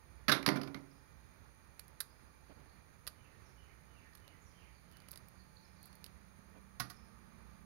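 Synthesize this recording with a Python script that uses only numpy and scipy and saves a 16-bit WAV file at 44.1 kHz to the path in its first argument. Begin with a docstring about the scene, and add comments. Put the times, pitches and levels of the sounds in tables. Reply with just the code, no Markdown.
"""Hands pull a raw crab apart over a steel kitchen sink. First something clatters into the basin and
sets it ringing. Then thin shell snaps close by, with soft thuds and crackling fibres. Small birds call
outside, and what seems a far engine gathers speed. Last, a drip lands in the pot below, and a torn-off
piece drops into the sink and bounces. Only the right microphone channel is live; the left just hisses."""
import sys
import numpy as np
from scipy import signal
from scipy.fft import rfft, irfft
from scipy.io import wavfile
from scipy.ndimage import uniform_filter1d

SR = 44100
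rng = np.random.default_rng(int(sys.argv[2]) if len(sys.argv) > 2 else 0)


def store_wav(level_fs):
    """Save 16-bit WAV to argv[1]."""
    pcm = np.round(np.clip(np.atleast_2d(level_fs), -1, 1) * 32767)
    wavfile.write(sys.argv[1], SR, pcm.T.astype(np.int16))


N = 337365

# Each row: frequency in Hz, relative density in dB. Same columns in every *_SPECTRUM.
SHELL_SPECTRUM = [(100, -20), (400, -18), (600, -10), (850, -23.5), (1200, -8), (1700, -9), (2400, -9.5),
                  (3300, -9), (4600, 0.5), (6000, -10.5), (7800, -15.5), (9700, -0.5), (11500, 1.5),
                  (13000, -10), (14500, -4.5), (16000, -13)]
# Each row: start in seconds, relative level in dB, tilt in dB per octave.
SHELL_SNAPS = [(1.794, -43.5, .4), (1.8813, -56, 5), (2.0041, -31, 0.4), (2.0136, -42, 5),
               (3.068, -45, -3.5), (3.075, -36, -1.5), (4.1526, -53, -1), (4.2788, -54, -5),
               (5.086, -50.5, -2), (5.11, -53.5, -1), (5.115, -43, 9), (5.1582, -50, -2.5),
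               (5.1749, -49.5, -1.5), (5.2846, -56, 7.5), (5.829, -54, 4), (5.857, -51.5, 10),
               (5.9542, -57, 7), (6.0424, -46, -2.5), (6.063, -51, -4)]


def shell_snaps(gain_db=5, uneven_db=9, hollow_hz=1500, pot_db=-11, pot_t60_s=.079, wet_db=-17):
    """Thin shell gives way in milliseconds; the pot just below and then the kitchen answer."""
    out = np.zeros(N)
    for s, db, tilt_db in SHELL_SNAPS:
        fracture_t60_s = .0115 * amp(.26 * (db + 56))  # louder fractures run longer
        hollow_db = .55 * (db + 44)  # big ones sound the hollow body, small ones stay thin
        click = amp(db + gain_db) * impulse(SHELL_SPECTRUM, tilt_db, hollow_hz, hollow_db, octaves=.62)
        add(out, s, burst(click, fracture_t60_s, uneven_db) + amp(pot_db) * burst(click, pot_t60_s))
    return out + amp(wet_db) * kitchen(out)[:N]


# Each row: centre in seconds, scatter in seconds, typical fibre level in dB.
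FIBRE_PULLS = [(4.151, 0.075, -58.5), (4.938, 0.032, -58.5), (5.138, 0.011, -57), (5.871, .035, -58.5)]


def fibre_crackle(spread_db=3, tilt_db=-3.5, t60_s=.017, fibres=6):
    """Tiny fibres of shell let go at random during each slow pull."""
    out = np.zeros(N)
    click = impulse(SHELL_SPECTRUM, tilt_db)
    for s, scatter_s, db in FIBRE_PULLS:
        for when, size in rng.standard_normal((fibres, 2)):
            add(out, s + scatter_s * when, amp(db + spread_db * size) * burst(click, t60_s))
    return out


CLACK_SPECTRUM = [(100, -35), (400, -8.5), (600, 3.5), (800, -2), (1300, 11), (1600, 6.5), (2200, 6),
                  (3000, -0.5), (3900, 1), (5200, 0.5), (6500, -11.5), (7600, -24.5), (10800, -5),
                  (15500, -21)]
THUMP_SPECTRUM = [(30, -50), (75, -21), (135, -1), (190, -2), (290, -1.5), (450, -15), (800, -15.5),
                  (3000, -98)]
# Each row: mode frequency in Hz, relative level in dB, t60 in seconds.
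BASIN_MODES = [(141, -7, .9), (188, -8, .45), (215, -10, .45), (276, 0, .72), (367, -8, .5), (394, -11, .8),
               (517, -18, .7), (608, -11, .4), (696, -13, .45), (926, -12, .3), (1020, -7, .35),
               (1152, -11, .3), (1215, -8, .2), (1409, -7, .28), (1490, -8, .22), (1748, -11, .2)]
# Each row: start in seconds, relative clack level in dB, resonance of the struck spot in Hz,
# contact t60 in seconds, relative push on the sink floor in dB.
SINK_BLOWS = [(0.2815, -20.5, 1850, 0.034, -25.5), (0.2929, -19.5, 1570, 0.035, -24),
              (0.3162, -20.5, 3950, 0.033, -25.5), (0.3212, -19.5, 3700, 0.03, -27.5),
              (0.327, -29, 960, .09, -33), (0.4266, -40.5, 2200, .022, -53),
              (0.462, -21.5, 4800, 0.02, -32), (0.4763, -28, 4400, 0.019, -18.5),
              (0.4879, -24.5, 2010, 0.015, -20.5), (0.5568, -36.5, 2270, 0.055, -30),
              (0.571, -38.5, 1400, 0.021, -32.5), (0.6139, -41.5, 4750, .02, -42.5),
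              (0.633, -43, 4720, .016, -35.5), (0.6738, -48, 2300, 0.033, -37),
              (0.7449, -40.5, 2120, 0.012, -36)]


def sink_clatter(spot_db=9, thump_t60_s=.11, clack_wet_db=-6, thump_wet_db=-3, ring_db=-14):
    """Each blow clacks, thumps the sink floor and tops up the energy of the steel basin's modes."""
    out, fed_energy = np.zeros((2, N))
    t = np.arange(N) / SR
    for s, db, spot_hz, contact_t60_s, push_db in SINK_BLOWS:
        tilt_db = np.log2(spot_hz / 2000)  # a stiffer, higher spot is brighter
        clack = amp(db + 3.5) * impulse(CLACK_SPECTRUM, tilt_db, spot_hz, spot_db)
        thump = amp(push_db - .5) * impulse(THUMP_SPECTRUM)
        add(out, s, burst(clack, contact_t60_s, uneven_db=3, rise_s=.084 * contact_t60_s))
        add(out, s, burst(thump, thump_t60_s))
        add(out, s, kitchen(amp(clack_wet_db) * clack + amp(thump_wet_db) * thump))
        fed_energy[round(s * SR)] = amp(push_db + ring_db) ** 2
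    for hz, db, t60_s in BASIN_MODES:
        energy = signal.lfilter([1], [1, -decay(1 / SR, t60_s) ** 2], fed_energy)
        out += amp(db) * np.sqrt(energy) * np.sin(2 * np.pi * (hz * t + rng.random()))
    return out


PIECE_SPECTRUM = [(100, -14), (450, -38), (720, 0), (900, -6.5), (1300, 3.5), (2000, -2.5), (2900, -8),
                  (3600, -6.5), (4700, -0.5), (6300, -8.5), (7800, -24.5), (10800, -4.5), (13000, -13),
                  (15200, -16)]
# Each row: mode frequency in Hz, relative level in dB, t60 in seconds.
LANDING_MODES = [(123, 2.5, 0.28), (726, -5, .14), (1118, 1, 0.13), (1207, 0, 0.17), (1466, 5.5, 0.11),
                 (1900, -3, 0.17), (4750, -1, 0.12)]
# Each row: start in seconds, relative level in dB, tilt in dB per octave, ring and thump offset in dB.
PIECE_BOUNCES = [(6.797, -51, 7, -28), (6.7991, -29.5, .5, -1.5), (6.8998, -44, 2, -2)]


def dropped_piece(contact_db=5, wet_db=-3, ring_db=-8, ring_rise_s=.0026, thump_db=-5):
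    """Light shell lands and bounces on the steel, which thuds and rings."""
    out = np.zeros(N)
    t = np.arange(SR // 2) / SR
    ring = sum(amp(db) * decay(t, t60_s) * np.sin(2 * np.pi * hz * t) for hz, db, t60_s in LANDING_MODES)
    ring *= 1 - np.exp(-t / ring_rise_s)
    for s, db, tilt_db, spot_db in PIECE_BOUNCES:
        click = impulse(PIECE_SPECTRUM, tilt_db)
        add(out, s, amp(db + contact_db) * burst(click, t60_s=.06))
        add(out, s, amp(db + wet_db) * kitchen(click))
        add(out, s, amp(db + spot_db + ring_db) * ring)
        add(out, s, amp(db + spot_db + thump_db) * burst(impulse(THUMP_SPECTRUM), t60_s=.33))
    return out


THUD_SPECTRUM = [(50, -21), (150, -8), (300, -6.5), (700, -14), (1500, -22), (3000, -30), (8000, -67)]
# Each row: start in seconds, level in dB, length in seconds.
SOFT_THUDS = [(2.489, -54.5, 0.048), (2.555, -60.5, 0.079), (2.645, -66, 0.037), (6.541, -56.5, 0.057)]


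def soft_thuds():
    """Dull, soft-edged thuds; the last is a drip into the pot."""
    out = np.zeros(N)
    for s, db, length_s in SOFT_THUDS:
        size = int(length_s * SR)
        add(out, s, amp(db) * noise(THUD_SPECTRUM, size) * signal.windows.tukey(size, .5))
    return out


# Each row: start in seconds, relative level in dB, mid pitch in Hz.
NEAR_CHIPS = [(0.86, -74.5, 5150), (2.04, -73.5, 4820), (2.42, -75, 4570), (2.62, -75, 4470),
              (4.69, -73.5, 4500), (5.311, -69.5, 4530), (5.51, -66, 4460), (5.748, -66.5, 4480),
              (6.897, -71, 5200)]
# Each row: start in seconds, relative level in dB.
NEAR_SLIDES = [(3.36, -74.5), (4.375, -71.5), (5.53, -73.5)]


def near_bird(chip_s=.134, chip_sag=.027, slide_s=.18, slide_swell_db=4, direct_db=-5, wet_db=-4):
    """A small bird outside gives nearly level chips and whistles that swell as they fall."""
    song = np.zeros(N)
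    sag = np.linspace(1 + chip_sag, 1 - chip_sag, int(chip_s * SR))
    for s, db, hz in NEAR_CHIPS:
        add(song, s, amp(db) * unit_rms(whistle(hz * sag, waver=.0498) * np.hanning(len(sag))))
    glide_hz = np.geomspace(8100, 4250, int(slide_s * SR))
    swell = np.hanning(len(glide_hz)) * amp(np.linspace(0, slide_swell_db, len(glide_hz)))
    for s, db in NEAR_SLIDES:
        add(song, s, amp(db) * unit_rms(whistle(glide_hz, waver=.024) * swell))
    return amp(direct_db) * song + amp(wet_db) * kitchen(song, stretch=3.7)[:N]


# Each row: start in seconds, relative level in dB, top pitch in Hz.
FAR_CALLS = [(3.14, -70, 3070), (3.539, -69.5, 3015), (3.871, -67, 2980), (4.179, -69.5, 3056),
             (4.5, -69, 3155), (4.861, -70.5, 3095)]


def far_bird(call_s=.22, pitch_drop=.39, swell_db=5, direct_db=-9, wet_db=-1):
    """A held note falls away and turns raspy, heard mostly as long reflections."""
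    song = np.zeros(N)
    t = np.arange(0, call_s, 1 / SR)
    fall = pitch_drop * ease(t, at_s=.12, width_s=.02)
    waver = .0204 + .082 * fall
    swell = signal.windows.tukey(len(t), .3) * amp(swell_db * t / call_s)
    for s, db, top_hz in FAR_CALLS:
        add(song, s, amp(db) * unit_rms(whistle(top_hz * (1 - fall), waver) * swell))
    return amp(direct_db) * song + amp(wet_db) * kitchen(song, stretch=3.3)[:N]


def far_engine(slow_hz=159, fast_hz=195, slow_db=-73, rise_db=9, flutter=.31, orders=(1, .83, 1.16)):
    """A fluttering hum climbs in pitch and level with speed; its upper order enters near full speed."""
    speed = ease(np.arange(N) / SR, at_s=4.8, width_s=.6)
    phase = 2 * np.pi * np.cumsum(slow_hz + (fast_hz - slow_hz) * speed) / SR
    main, low, high = (unit_rms((1 + flutter * band(0, 40)) * np.sin(k * phase)) for k in orders)
    hum = main + amp(-4) * low + amp(-2) * speed ** 7.1 * high
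    return amp(slow_db + rise_db * speed) * hum


def road_noise(far_db=-76, rise_db=7):
    """The far vehicle's road noise comes into the open late."""
    in_the_open = ease(np.arange(N) / SR, at_s=6.55, width_s=.05)
    return amp(far_db + rise_db * in_the_open) * band(1200, width_hz=240)


RUMBLE_SPECTRUM = [(20, -35), (45, -3.5), (68, 4), (120, -3), (270, -12), (480, -15), (750, -18),
                   (1200, -16), (1700, -18), (2400, -22), (3000, -32), (4600, -27), (6000, -38.5),
                   (7500, -73)]
# Each row: centre in Hz, width in Hz, rms level in dB.
OUTDOOR_DRONES = [(61.3, 5.8, -64), (876, 37, -76.5), (1840, 97, -79), (2373, 64, -78)]


def outdoors(rumble_db=-59, waver_db=.86):
    """Low, gently wavering rumble and faint drones of the neighbourhood."""
    rumble = amp(rumble_db + waver_db * band(0, 6.4)) * noise(RUMBLE_SPECTRUM, N)
    return rumble + sum(amp(db) * band(hz, width_hz) for hz, width_hz, db in OUTDOOR_DRONES)


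# Each row: frequency in Hz, t60 in seconds.
KITCHEN_DECAY = [(120, 0.25), (400, 0.5), (1200, 0.34), (2500, 0.23), (5000, 0.21), (11000, 0.2),
                 (16000, 0.12)]


def kitchen(x, stretch=1, rise_s=.002):
    """Dense reflections from steel and walls, each band dying at its own rate."""
    hz, t, bands = signal.stft(rng.standard_normal(SR), SR, nperseg=256)
    t60_s = stretch * curve_at(KITCHEN_DECAY, hz)[:, None]
    tail = signal.istft(bands * decay(t, t60_s), SR, nperseg=256)[1]
    tail *= 1 - np.exp(-(np.arange(len(tail)) / SR / rise_s) ** 2)
    return signal.fftconvolve(x, tail / np.linalg.norm(tail))


def impulse(spectrum, tilt_db=0, peak_hz=1000, peak_db=0, octaves=.14, size=8192):
    """Minimum-phase click with a per-octave tilt and one resonance; energy of 2 ms at full level."""
    hz = abs(np.fft.fftfreq(size, 1 / SR)) + 1
    db = curve_at(spectrum, hz) + tilt_db * np.log2(np.maximum(hz, 500))
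    db += peak_db * np.exp(-(np.log2(hz / peak_hz) / octaves) ** 2)
    log_response = np.conj(signal.hilbert(np.log(amp(db))))
    click = np.fft.ifft(np.exp(log_response)).real[:size // 2]
    return click / np.linalg.norm(click) * np.sqrt(.002 * SR)


def burst(click, t60_s, uneven_db=0, rise_s=0, size=4096):
    """Spreads a click's energy over a dying shower of impulses; in brittle shell a few stand far out."""
    impulses, heights = rng.standard_normal((2, size))
    t = np.arange(1, size + 1) / SR
    shower = impulses * amp(uneven_db * heights) * decay(t, t60_s) * t / (t + rise_s)
    sound = signal.fftconvolve(shower, click)
    return sound * np.linalg.norm(click) / np.linalg.norm(sound)


def whistle(hz, waver, twitter_db=6.5):
    """A sine made raspy by a quick pitch tremble and broken up by an uneven level."""
    tremble = unit_rms(uniform_filter1d(rng.standard_normal(len(hz)), size=70))
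    twitter = unit_rms(uniform_filter1d(rng.standard_normal(len(hz)), size=500))
    phase = 2 * np.pi * np.cumsum(hz * (1 + waver * tremble)) / SR
    return amp(twitter_db * twitter) * np.sin(phase)


def noise(spectrum, size):
    """Steady shaped noise, rms 1."""
    gain = amp(curve_at(spectrum, np.fft.rfftfreq(size, 1 / SR)))
    return unit_rms(irfft(rfft(rng.standard_normal(size)) * gain, size))


def band(hz, width_hz):
    """Narrow noise, rms 1."""
    detuning = 2 * (np.fft.rfftfreq(N, 1 / SR) - hz) / width_hz
    return unit_rms(irfft(rfft(rng.standard_normal(N)) / (1 + detuning ** 2), N))


def ease(t, at_s, width_s):
    """Smooth step from 0 to 1, centred on at_s."""
    return .5 + .5 * np.tanh((t - at_s) / (2 * width_s))


def decay(t, t60_s):
    return np.exp(-np.log(1000) * t / t60_s)


def amp(db):
    return 10 ** (np.asarray(db) / 20)


def unit_rms(x):
    return x / np.sqrt(np.mean(x ** 2) + 1e-20)


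def curve_at(points, hz):
    point_hz, values = np.transpose(points)
    return np.interp(np.log(hz + 1), np.log(point_hz + 1), values)


def add(mix, s, sound):
    part = mix[round(s * SR):][:len(sound)]
    part += sound[:len(part)]


RIGHT_HISS_SPECTRUM = [(100, -63), (5600, -16.5), (6500, 1.5), (7000, -9.5), (7500, -49), (8400, -22),
                       (9100, -12), (9550, 5), (10300, -7), (12000, -11), (15600, -16.5), (16200, -44)]
LEFT_HISS_SPECTRUM = [(20, 3.5), (70, 0.5), (500, -10.5), (5000, -21), (6300, -31), (7500, -42),
                      (9100, -45), (10500, -22.5), (15600, -22), (16200, -38)]


def scene(right_hiss_db=-72, left_hiss_db=-71):
    """All sources and microphone hiss on the right; only idle hiss on the left."""
    right = outdoors() + amp(right_hiss_db) * noise(RIGHT_HISS_SPECTRUM, N)
    right += sink_clatter() + dropped_piece()
    right += shell_snaps() + fibre_crackle() + soft_thuds()
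    right += near_bird() + far_bird() + far_engine() + road_noise()
    left = amp(left_hiss_db) * noise(LEFT_HISS_SPECTRUM, N)
    return np.array([left, right])


def record(dry, cutoff_hz=16100):
    """The recorder's band limit."""
    lowpass = signal.firwin(511, cutoff_hz, window=("kaiser", 9), fs=SR)
    return signal.oaconvolve(dry, lowpass[None], "same")


dry = scene()
out = record(dry)
store_wav(out)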